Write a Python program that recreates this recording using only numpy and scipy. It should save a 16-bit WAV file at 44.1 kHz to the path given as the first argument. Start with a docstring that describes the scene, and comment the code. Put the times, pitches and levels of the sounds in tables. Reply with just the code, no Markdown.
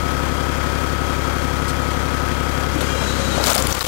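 """In a forest, close and dry: a three-cylinder tractor diesel idles and drives a hydraulic log splitter.
The engine sums tones locked to its cycle, gear whine, exhaust rumble and clatter noise swelling at each firing.
The lever clicks as damped noise, the loaded pump whines and groans, and sagging sines make the ram squeal.
Then the wedge tears the log open: pitched noise bursts crack over a grain of small tears, and the sound dips.
One microphone hears it all, on the left channel only; the right is silent."""
import sys
import numpy as np
from scipy import signal
from scipy.fft import rfft, irfft
from scipy.io import wavfile

SR = 44100
rng = np.random.default_rng(int(sys.argv[2]) if len(sys.argv) > 2 else 0)


def master_out(mix):
    """Clip the mix to full scale and print it as 16-bit PCM to the path in sys.argv[1]."""
    frames = np.transpose(np.atleast_2d(mix))
    ceiling = np.clip(frames, -1, 1)
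    pcm = np.round(ceiling * 32767).astype(np.int16)
    wavfile.write(sys.argv[1], SR, pcm)


N = 170667

# Engine speed, sagging under load. Each row: time in seconds, four-stroke cycles per second.
ENGINE_SPEED = [(0, 11.508), (2.8, 11.508), (2.95, 11.42), (3.15, 11.19), (3.4, 11.0), (3.65, 10.66),
                (3.87, 10.4)]
START_CYCLES = 0.95  # share of the cycle already run at the start

# Exhaust and block tones. Each row: multiple of the cycle rate, level in dB relative to TONES_DB.
ENGINE_TONES = [(1, -47), (2, -48), (3, -18), (4, -38), (5, -28), (6, 0), (7, -25), (8, -26), (9, -7),
                (10, -23), (11, -23), (12, -9), (13, -11), (14, -19), (15, -13), (16, -18), (17, -26),
                (18, -15), (19, -26), (20, -17), (21, -19), (22, -12), (23, -14), (24, -13), (25, -17),
                (26, -23), (27, -28), (28, -26), (29, -17), (30, -13), (31, -19), (32, -28), (33, -21),
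                (34, -21), (35, -17), (36, -26), (37, -24), (38, -27), (39, -20), (40, -27), (41, -20),
                (42, -20), (43, -16), (44, -15), (45, -20), (46, -28), (47, -19), (48, -17), (49, -23),
                (50, -20)]
TONES_DB = -23
# Every third multiple is a firing tone: radians at the start, radians lost per multiple.
FIRING_LEAD, FIRING_LAG = 0.6, 0.156
# One cylinder fires harder: place in the cycle, radians; other multiples below STRONG_TOP are tied to it.
STRONG_AT, STRONG_LEAD, STRONG_TOP = 0.586, -1.54, 27

# Uneven exhaust flow. Each row: frequency in Hz, relative density in dB per Hz.
EXHAUST_SPECTRUM = [(18, -36), (30, -18), (75, -9), (205, -6), (264, -2.5), (647, -7.5), (700, -52),
                    (910, -47), (1540, -120)]
EXHAUST_DB = -30

# Meshing gears. Each row: multiple of the cycle rate, rms level in dB before the gear gain.
GEAR_TONES = [(59, -43), (62, -45), (65, -44), (80, -43), (83, -41), (86, -43), (101, -44), (105, -45),
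              (108, -44), (111, -30), (118, -40), (125, -41), (138, -44), (283, -50), (417, -55)]
GEAR_GAIN_DB, GEAR_WOBBLE_DB, GEAR_LOAD_LOSS_DB = 1.6, 0.8, 7  # the loss is at full load
# Faint whines of alternator and injection pump, moving with the engine.
# Each row: frequency at idle in Hz, nearly (taken to a whole multiple), rms level in dB before both gains.
IDLE_WHINES = [(1911, -53), (2175, -56), (2412, -53), (3085, -57), (3235, -56), (3451, -60), (4005, -62),
               (4253, -60), (4420, -57), (4818, -57), (5927, -62), (6837, -64), (8856, -67), (12640, -69)]
WHINE_GAIN_DB = 2

# Valve train and injectors. Each row: frequency in Hz, relative density in dB per Hz.
CLATTER_SPECTRUM = [(300, -31), (500, -7.5), (595, -4), (645, -15), (700, -4), (1200, -5), (1450, -3),
                    (1800, -9), (2100, -9), (2800, -15), (4000, -17), (6500, -20), (10000, -24.5),
                    (16000, -31)]
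CLATTER_DB = -25.5  # before block resonances and swell
# Share alike in every cycle, fading above the cut in Hz; uneven taps within the cycle in dB.
REPEATING, REPEAT_CUT_HZ, TAP_SPREAD_DB = 0.72, 1300, 2
# Swell at each firing: height in dB, place of the first in cycles, sharpness as a power.
KNOCK_DB, KNOCK_AT, KNOCK_SHARP = 2.5, 0.28, 2
# Resonances of block and covers. Each row: frequency in Hz, width in Hz, gain in dB over the clatter.
BLOCK_RESONANCES = [(2420, 43, -7), (3250, 136, 0.5), (5140, 89, -10), (6500, 820, -13), (13100, 230, -3)]
# The machine as a whole grows quieter. Each row: time in seconds, gain in dB.
MACHINE_SINK = [(3.7, -0.5), (3.8, -2), (3.87, -2.5)]

# Oil pressure. Each row: time in seconds, pressure from 0 to 1.
OIL_PRESSURE = [(2.70, 0), (2.82, .5), (3.0, 0.66), (3.15, 0.57), (3.38, 0.95), (3.6, 0.73), (3.87, 0.63)]
# Pump teeth. Each row: multiple of the cycle rate, rms level in dB at full pressure before PUMP_GAIN_DB.
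PUMP_TONES = [(24, -40), (128, -38), (170, -45)]
PUMP_GAIN_DB = -2
# The pump groans in spells. Each row: time in seconds, middle rms level in dB.
PUMP_GROAN = [(2.8, -62), (2.87, -35), (3.04, -34.5), (3.1, -51), (3.15, -48), (3.18, -28), (3.37, -26.5),
              (3.5, -49), (3.59, -28), (3.67, -34), (3.72, -32)]
GROAN_ORDER = 49  # multiple of the cycle rate
# Oil rushing through the valve. Each row: frequency in Hz, relative density in dB per Hz.
FLOW_SPECTRUM = [(120, -36), (200, 2), (231, -6), (503, -12.5), (540, -4), (683, -14.5), (1460, -7.5),
                 (1810, -16), (3940, -18), (15000, -34.5)]
FLOW_DB = -21  # middle rms at full pressure
HISS_HZ, HISS_WIDTH_HZ, HISS_DB = 6560, 3400, -31.5  # jet of oil at the valve edge, at full pressure
# The ram on its guide. Each row: start in seconds, length in seconds, starting pitch in Hz,
# rms level in dB before gain, flutter and fades.
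RAM_SQUEALS = [(2.83, .25, 2840, -38), (2.83, .22, 3230, -39), (2.84, .22, 2400, -40),
               (2.95, .12, 5190, -41), (2.94, .54, 3950, -35), (3.27, .2, 3100, -40),
               (2.83, .12, 4850, -45), (3.04, .36, 4360, -42), (3.0, .36, 6660, -45), (3.0, .3, 7010, -48),
               (3.37, .08, 1910, -33), (2.93, .03, 14500, -50)]
SQUEAL_GAIN_DB, SQUEAL_FLUTTER_DB, SQUEAL_EDGE_S = 0.5, 3, 0.04
SQUEAL_SAG, SQUEAL_JITTER = 0.05, 0.005  # share of pitch lost per second, share of pitch it wanders

# Fibres snap. Each row: start in seconds, peak level in dB before CRACK_GAIN_DB, pitch in Hz.
FIBRE_CRACKS = [(3.412, -17, 3830), (3.4396, -3, 4500), (3.452, -17, 3000), (3.4614, -9, 8500),
                (3.4694, -6, 6560), (3.469, -12, 3300), (3.4803, -7, 4300), (3.4824, -9, 7000),
                (3.498, -11, 8500), (3.5004, -11, 5600), (3.512, -10, 8000), (3.524, -19, 5160),
                (3.5314, -6, 6960), (3.5414, -9, 4080), (3.545, -7.5, 8000), (3.5504, -4.5, 9100),
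                (3.5565, -11, 4200), (3.5634, -9, 7870), (3.5797, -6, 5140), (3.6017, -13, 9500),
                (3.6228, -5, 7300), (3.6696, -6.5, 9240), (3.6955, -16, 6560), (3.7084, -13, 2930),
                (3.725, -6, 5960), (3.7489, -12, 2600), (3.7928, -15, 5270), (3.8077, -6.5, 4030),
                (3.8117, -15, 4500), (3.827, -23, 5040), (3.8487, -11, 2300), (3.849, -23, 6960),
                (3.8654, -13, 6950)]
CRACK_GAIN_DB, CRACK_T60_S, CRACK_Q = 2.5, 0.013, 4.0
BROAD_DB = -1  # wood-coloured noise beside the pitched part
# Dense tearing between the snaps. Each row: time in seconds, rms level in dB before flicker.
TEARING_LEVEL = [(3.39, -60), (3.41, -32), (3.435, -29), (3.46, -21), (3.52, -21), (3.56, -27), (3.6, -24),
                 (3.65, -29), (3.72, -25), (3.76, -29.5), (3.79, -27), (3.81, -24), (3.87, -24)]
TEARS_PER_S, TEAR_SPREAD_DB, TEAR_FLICKER_DB = 3000, 2.5, 3.5
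# Colour of torn wood. Each row: frequency in Hz, relative density in dB per Hz.
WOOD_SPECTRUM = [(350, -13), (600, -6.5), (1230, -10.5), (1780, -29), (2210, -10), (2440, -17.5),
                 (3040, -10.5), (6640, -13.5), (16000, -17.5)]

# Short rubs and clicks of hand and lever. Each row: start in seconds, length in seconds before the decay,
# centre in Hz, rms level in dB before the envelope.
HAND_RUBS = [(1.679, 0.021, 7900, -29), (1.68, 0.031, 4200, -32), (2.73, 0.026, 5970, -35),
             (2.806, 0.0074, 3240, -23), (2.808, 0.01, 9500, -27.5)]
# Dull knocks of lever and wedge. Each row: start in seconds, peak level in dB, pitch in Hz.
DULL_THUDS = [(2.757, -11.5, 273), (2.785, -13, 267), (2.81, -12, 570), (2.943, -14, 470),
              (3.013, -11, 590), (3.375, -8.5, 595), (3.388, -16.5, 620), (3.399, -11, 475),
              (3.469, -10, 643), (3.502, -11, 620), (3.555, -8, 640), (3.6, -19, 910), (3.66, -19, 1050),
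              (3.75, -16, 972), (3.807, -12, 1040)]
THUD_T60_S = 0.098
THUD_UPPER, THUD_UPPER_DB = 1.74, -5  # a second, broader ring: pitch ratio, relative level

# Bass, slightly lifted, drops out in three spells during the splitting.
# Each row: time in seconds, gain in dB.
BASS_GAIN = [(3.43, 1), (3.48, -1.5), (3.575, -6), (3.595, 1.5), (3.722, 1.5), (3.735, -14), (3.77, 0.5),
             (3.8, -7.5), (3.87, 1.5)]
BASS_HZ = 447
# The whole level dips briefly after some snaps.
# Each row: start in seconds, depth in dB before recovery eats into it, recovery spread in seconds.
LEVEL_DIPS = [(3.533, 8.5, 0.0055), (3.565, 7, .006), (3.674, 7, 0.0039), (3.7, 5, 0.0049),
              (3.731, 8.5, 0.0064), (3.794, 11, 0.0077), (3.83, 19, 0.0081), (3.854, 7, 0.0069)]
DIP_FALL_S = 0.0022
CUTOFF_HZ = 15760


def engine(turns, load):
    """Idling diesel: cycle-locked tones, rough exhaust flow, gear whine and clatter."""
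    exhaust = amp(EXHAUST_DB) * coloured(rng.standard_normal(N), EXHAUST_SPECTRUM)
    return firing(turns) + exhaust + gears(turns, load) + clatter(turns)


def firing(turns):
    """Combustion repeats each cycle; phases align the firing tones and mark one stronger cylinder."""
    k = np.round(np.transpose(ENGINE_TONES)[0])
    free = rng.uniform(0, 2 * np.pi, len(k))
    phases = np.where(k < STRONG_TOP, STRONG_LEAD - 2 * np.pi * STRONG_AT * k, free)
    phases = np.where(k % 3 == 0, FIRING_LEAD - FIRING_LAG * k, phases)
    return amp(TONES_DB) * tones(ENGINE_TONES, phases, turns)


def clatter(turns):
    """Valve and injector noise partly repeats each cycle, swells at each firing and rings the block."""
    taps = amp(TAP_SPREAD_DB * np.repeat(rng.standard_normal(48), 80))
    pattern = rfft(rms_one(taps * rng.standard_normal(3840)))
    # Clear the multiples already sounding, then those left quiet beside the main whine.
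    pattern[[m for m, _ in GEAR_TONES] + list(range(len(ENGINE_TONES) + 1))] = 0
    pattern[[109, 110, 113, 114, 115, 116, 117]] = 0
    same = looped(irfft(pattern), turns)
    fresh = rng.standard_normal(N) * np.sqrt(looped(rms_one(taps), turns))
    low = signal.butter(2, REPEAT_CUT_HZ, fs=SR, output="sos")
    mix = fresh + REPEATING * (signal.sosfilt(low, same) - signal.sosfilt(low, fresh))
    noise = coloured(mix, CLATTER_SPECTRUM)
    ringing = sum(amp(db) * resonate(noise, hz, width_hz) for hz, width_hz, db in BLOCK_RESONANCES)
    knock = (0.5 + 0.5 * np.cos(2 * np.pi * 3 * (turns - KNOCK_AT))) ** KNOCK_SHARP
    return amp(CLATTER_DB + KNOCK_DB * knock + 0.5 * drift(10)) * (noise + ringing)


def gears(turns, load):
    """Meshing teeth and auxiliaries whine on cycle multiples, quieter under load."""
    whines = [(hz / ENGINE_SPEED[0][1], db) for hz, db in IDLE_WHINES]
    out = tones(GEAR_TONES, rng.uniform(0, 2 * np.pi, len(GEAR_TONES)), turns)
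    out += amp(WHINE_GAIN_DB) * tones(whines, np.arange(len(whines)) ** 2, turns)
    return out * amp(GEAR_GAIN_DB + GEAR_WOBBLE_DB * drift(14) - GEAR_LOAD_LOSS_DB * load)


def hydraulics(turns, load):
    """Pump whine and turbulent oil noise grow with pressure, beside the groan and the squealing ram."""
    whine = load * tones(PUMP_TONES, np.zeros(len(PUMP_TONES)), turns)
    whine *= amp(PUMP_GAIN_DB + 1.5 * drift(17))
    groan = amp(in_time(PUMP_GROAN) + 1.1 * drift(12)) * tones([(GROAN_ORDER, 0)], [0], turns)
    flow = load * amp(FLOW_DB + 3.2 * drift(9.9)) * coloured(rng.standard_normal(N), FLOW_SPECTRUM)
    jet = resonate_twice(rng.standard_normal(N), HISS_HZ, HISS_WIDTH_HZ)
    hiss = load * amp(HISS_DB + 1.1 * drift(14)) * rms_one(jet)
    return whine + groan + flow + hiss + ram_squeals()


def ram_squeals():
    """Metal rubbing on its guide sings in wavering, sagging sines."""
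    out = np.zeros(N)
    for s, length, hz, db in RAM_SQUEALS:
        t = np.arange(int(length * SR)) / SR
        pitch = hz * (1 - SQUEAL_SAG * t + SQUEAL_JITTER * drift(61)[:len(t)])
        level = amp(db + SQUEAL_GAIN_DB + SQUEAL_FLUTTER_DB * drift(24)[:len(t)])
        fade = np.minimum(np.minimum(t, length - t) / SQUEAL_EDGE_S, 1)
        add(out, s, np.sqrt(2) * level * np.sin(2 * np.pi * np.cumsum(pitch) / SR) * fade)
    return out


def splitting():
    """Each fibre snap is a dying burst with its own pitch, over a dense grain of small tears."""
    sizes = amp(TEAR_SPREAD_DB * np.minimum(rng.exponential(1, N), 5))
    tears = sizes * rng.choice([-1, 1], N) * (rng.random(N) < TEARS_PER_S / SR)
    level = amp(in_time(TEARING_LEVEL) + TEAR_FLICKER_DB * drift(71))
    out = level * (in_time(OIL_PRESSURE) > 0) * coloured(tears, WOOD_SPECTRUM)
    t = np.arange(SR // 20) / SR
    envelope = amp(-60 * t / CRACK_T60_S) * np.minimum(t / 0.00071, 1)
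    for s, db, hz in FIBRE_CRACKS:
        noise = rng.standard_normal(2 * len(t))
        burst = rms_one(resonate_twice(noise, hz, hz / CRACK_Q))
        burst += amp(BROAD_DB) * coloured(noise[::-1], WOOD_SPECTRUM)
        settled = burst[len(t):]  # skip the resonator's build-up
        add(out, s, amp(db + CRACK_GAIN_DB) * peak_one(envelope * settled))
    return out


def handling():
    """Rubs are short bursts of broad noise; thuds are damped noise in two resonances."""
    out, t = np.zeros(N), np.arange(SR // 5) / SR
    for s, length, hz, db in HAND_RUBS:
        burst = rms_one(resonate(rng.standard_normal(len(t)), hz, hz * 0.27))
        envelope = np.minimum(t / 0.0018, 1) * np.exp(-np.maximum(t - length, 0) / 0.0042)
        add(out, s, amp(db) * burst * envelope)
    envelope = amp(-60 * t / THUD_T60_S) * np.minimum(t / 0.0033, 1)
    for s, db, hz in DULL_THUDS:
        body = rms_one(resonate_twice(rng.standard_normal(len(t)), hz, hz * 0.45))
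        upper = rms_one(resonate_twice(rng.standard_normal(len(t)), hz * THUD_UPPER, hz))
        add(out, s, amp(db) * peak_one(envelope * (body + amp(THUD_UPPER_DB) * upper)))
    return out


def tones(rows, phases, turns):
    """Sines on whole multiples of the cycle rate, from (multiple, rms dB) rows."""
    at = np.arange(8192) / 8192
    cycle = np.zeros(len(at))
    for (k, db), phase in zip(rows, phases):
        cycle += np.sqrt(2) * amp(db) * np.cos(2 * np.pi * round(k) * at + phase)
    return looped(cycle, turns)


def looped(cycle, turns):
    """Play one stored cycle at the engine's speed."""
    return np.interp(turns % 1 * len(cycle), np.arange(len(cycle) + 1), np.append(cycle, cycle[0]))


def coloured(x, points):
    """Shape x with a gain curve of (Hz, dB) points; rms 1."""
    hz, db = np.transpose(points)
    f = np.fft.rfftfreq(len(x), 1 / SR) + 1
    gain = amp(np.interp(np.log(f), np.log(hz), db, left=-90, right=-90))
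    return rms_one(irfft(rfft(x) * gain, len(x)))


def resonate(x, hz, width_hz):
    """One resonance, gain about 1 on top."""
    r = np.exp(-np.pi * width_hz / SR)
    poles = [1, -2 * r * np.cos(2 * np.pi * hz / SR), r * r]
    return signal.lfilter([(1 - r * r) / 2, 0, (r * r - 1) / 2], poles, x)


def resonate_twice(x, hz, width_hz):
    """The same resonance twice in a row, for steeper skirts."""
    return resonate(resonate(x, hz, width_hz), hz, width_hz)


def drift(rate_hz):
    """Slow random wander, spread 1, made at a fortieth of the sample rate."""
    r = np.exp(-80 * np.pi * rate_hz / SR)
    noise = rng.standard_normal(N // 40 + 2002)
    slow = signal.lfilter([1], [1, -2 * r, r * r], noise)[2000:]  # skip the build-up
    return np.interp(np.arange(N) / 40, np.arange(len(slow)), rms_one(slow))


def in_time(rows):
    """A curve through (seconds, value) rows, sample by sample."""
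    s, v = np.transpose(rows)
    return np.interp(np.arange(N) / SR, s, v)


def add(out, s, piece):
    """Mix a piece in at s seconds."""
    i = int(s * SR)
    out[i:i + len(piece)] += piece[:len(out) - i]


def amp(db):
    """Decibels to gain."""
    return 10 ** (np.asarray(db) / 20)


def rms_one(x):
    """Scale to rms 1."""
    return x / np.sqrt(np.mean(x ** 2) + 1e-20)


def peak_one(x):
    """Scale to peak 1."""
    return x / np.abs(x).max()


def scene():
    """Everything reaches one microphone, on the left channel."""
    turns = START_CYCLES + np.cumsum(in_time(ENGINE_SPEED)) / SR
    load = in_time(OIL_PRESSURE)
    machine = (engine(turns, load) + hydraulics(turns, load)) * amp(in_time(MACHINE_SINK))
    return (machine + splitting() + handling()) * [[1], [0]]


def record(dry):
    """Bass and level dip during the splitting, peaks are rounded, the top is cut."""
    t = np.arange(N) / SR
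    low = signal.sosfiltfilt(signal.butter(2, BASS_HZ, fs=SR, output="sos"), dry)
    dip_db = np.zeros(N)
    for s, depth_db, back_s in LEVEL_DIPS:
        since = np.maximum(t - s, 0)
        dip_db += depth_db * np.minimum(since / DIP_FALL_S, 1) * np.exp(-(since / back_s) ** 2 / 2)
    dipped = (dry + low * (amp(in_time(BASS_GAIN)) - 1)) * amp(-dip_db)
    rounded = 0.95 * np.tanh(dipped / 0.95)
    return signal.sosfilt(signal.ellip(14, 0.1, 75, CUTOFF_HZ, fs=SR, output="sos"), rounded)


dry = scene()
out = record(dry)
master_out(out)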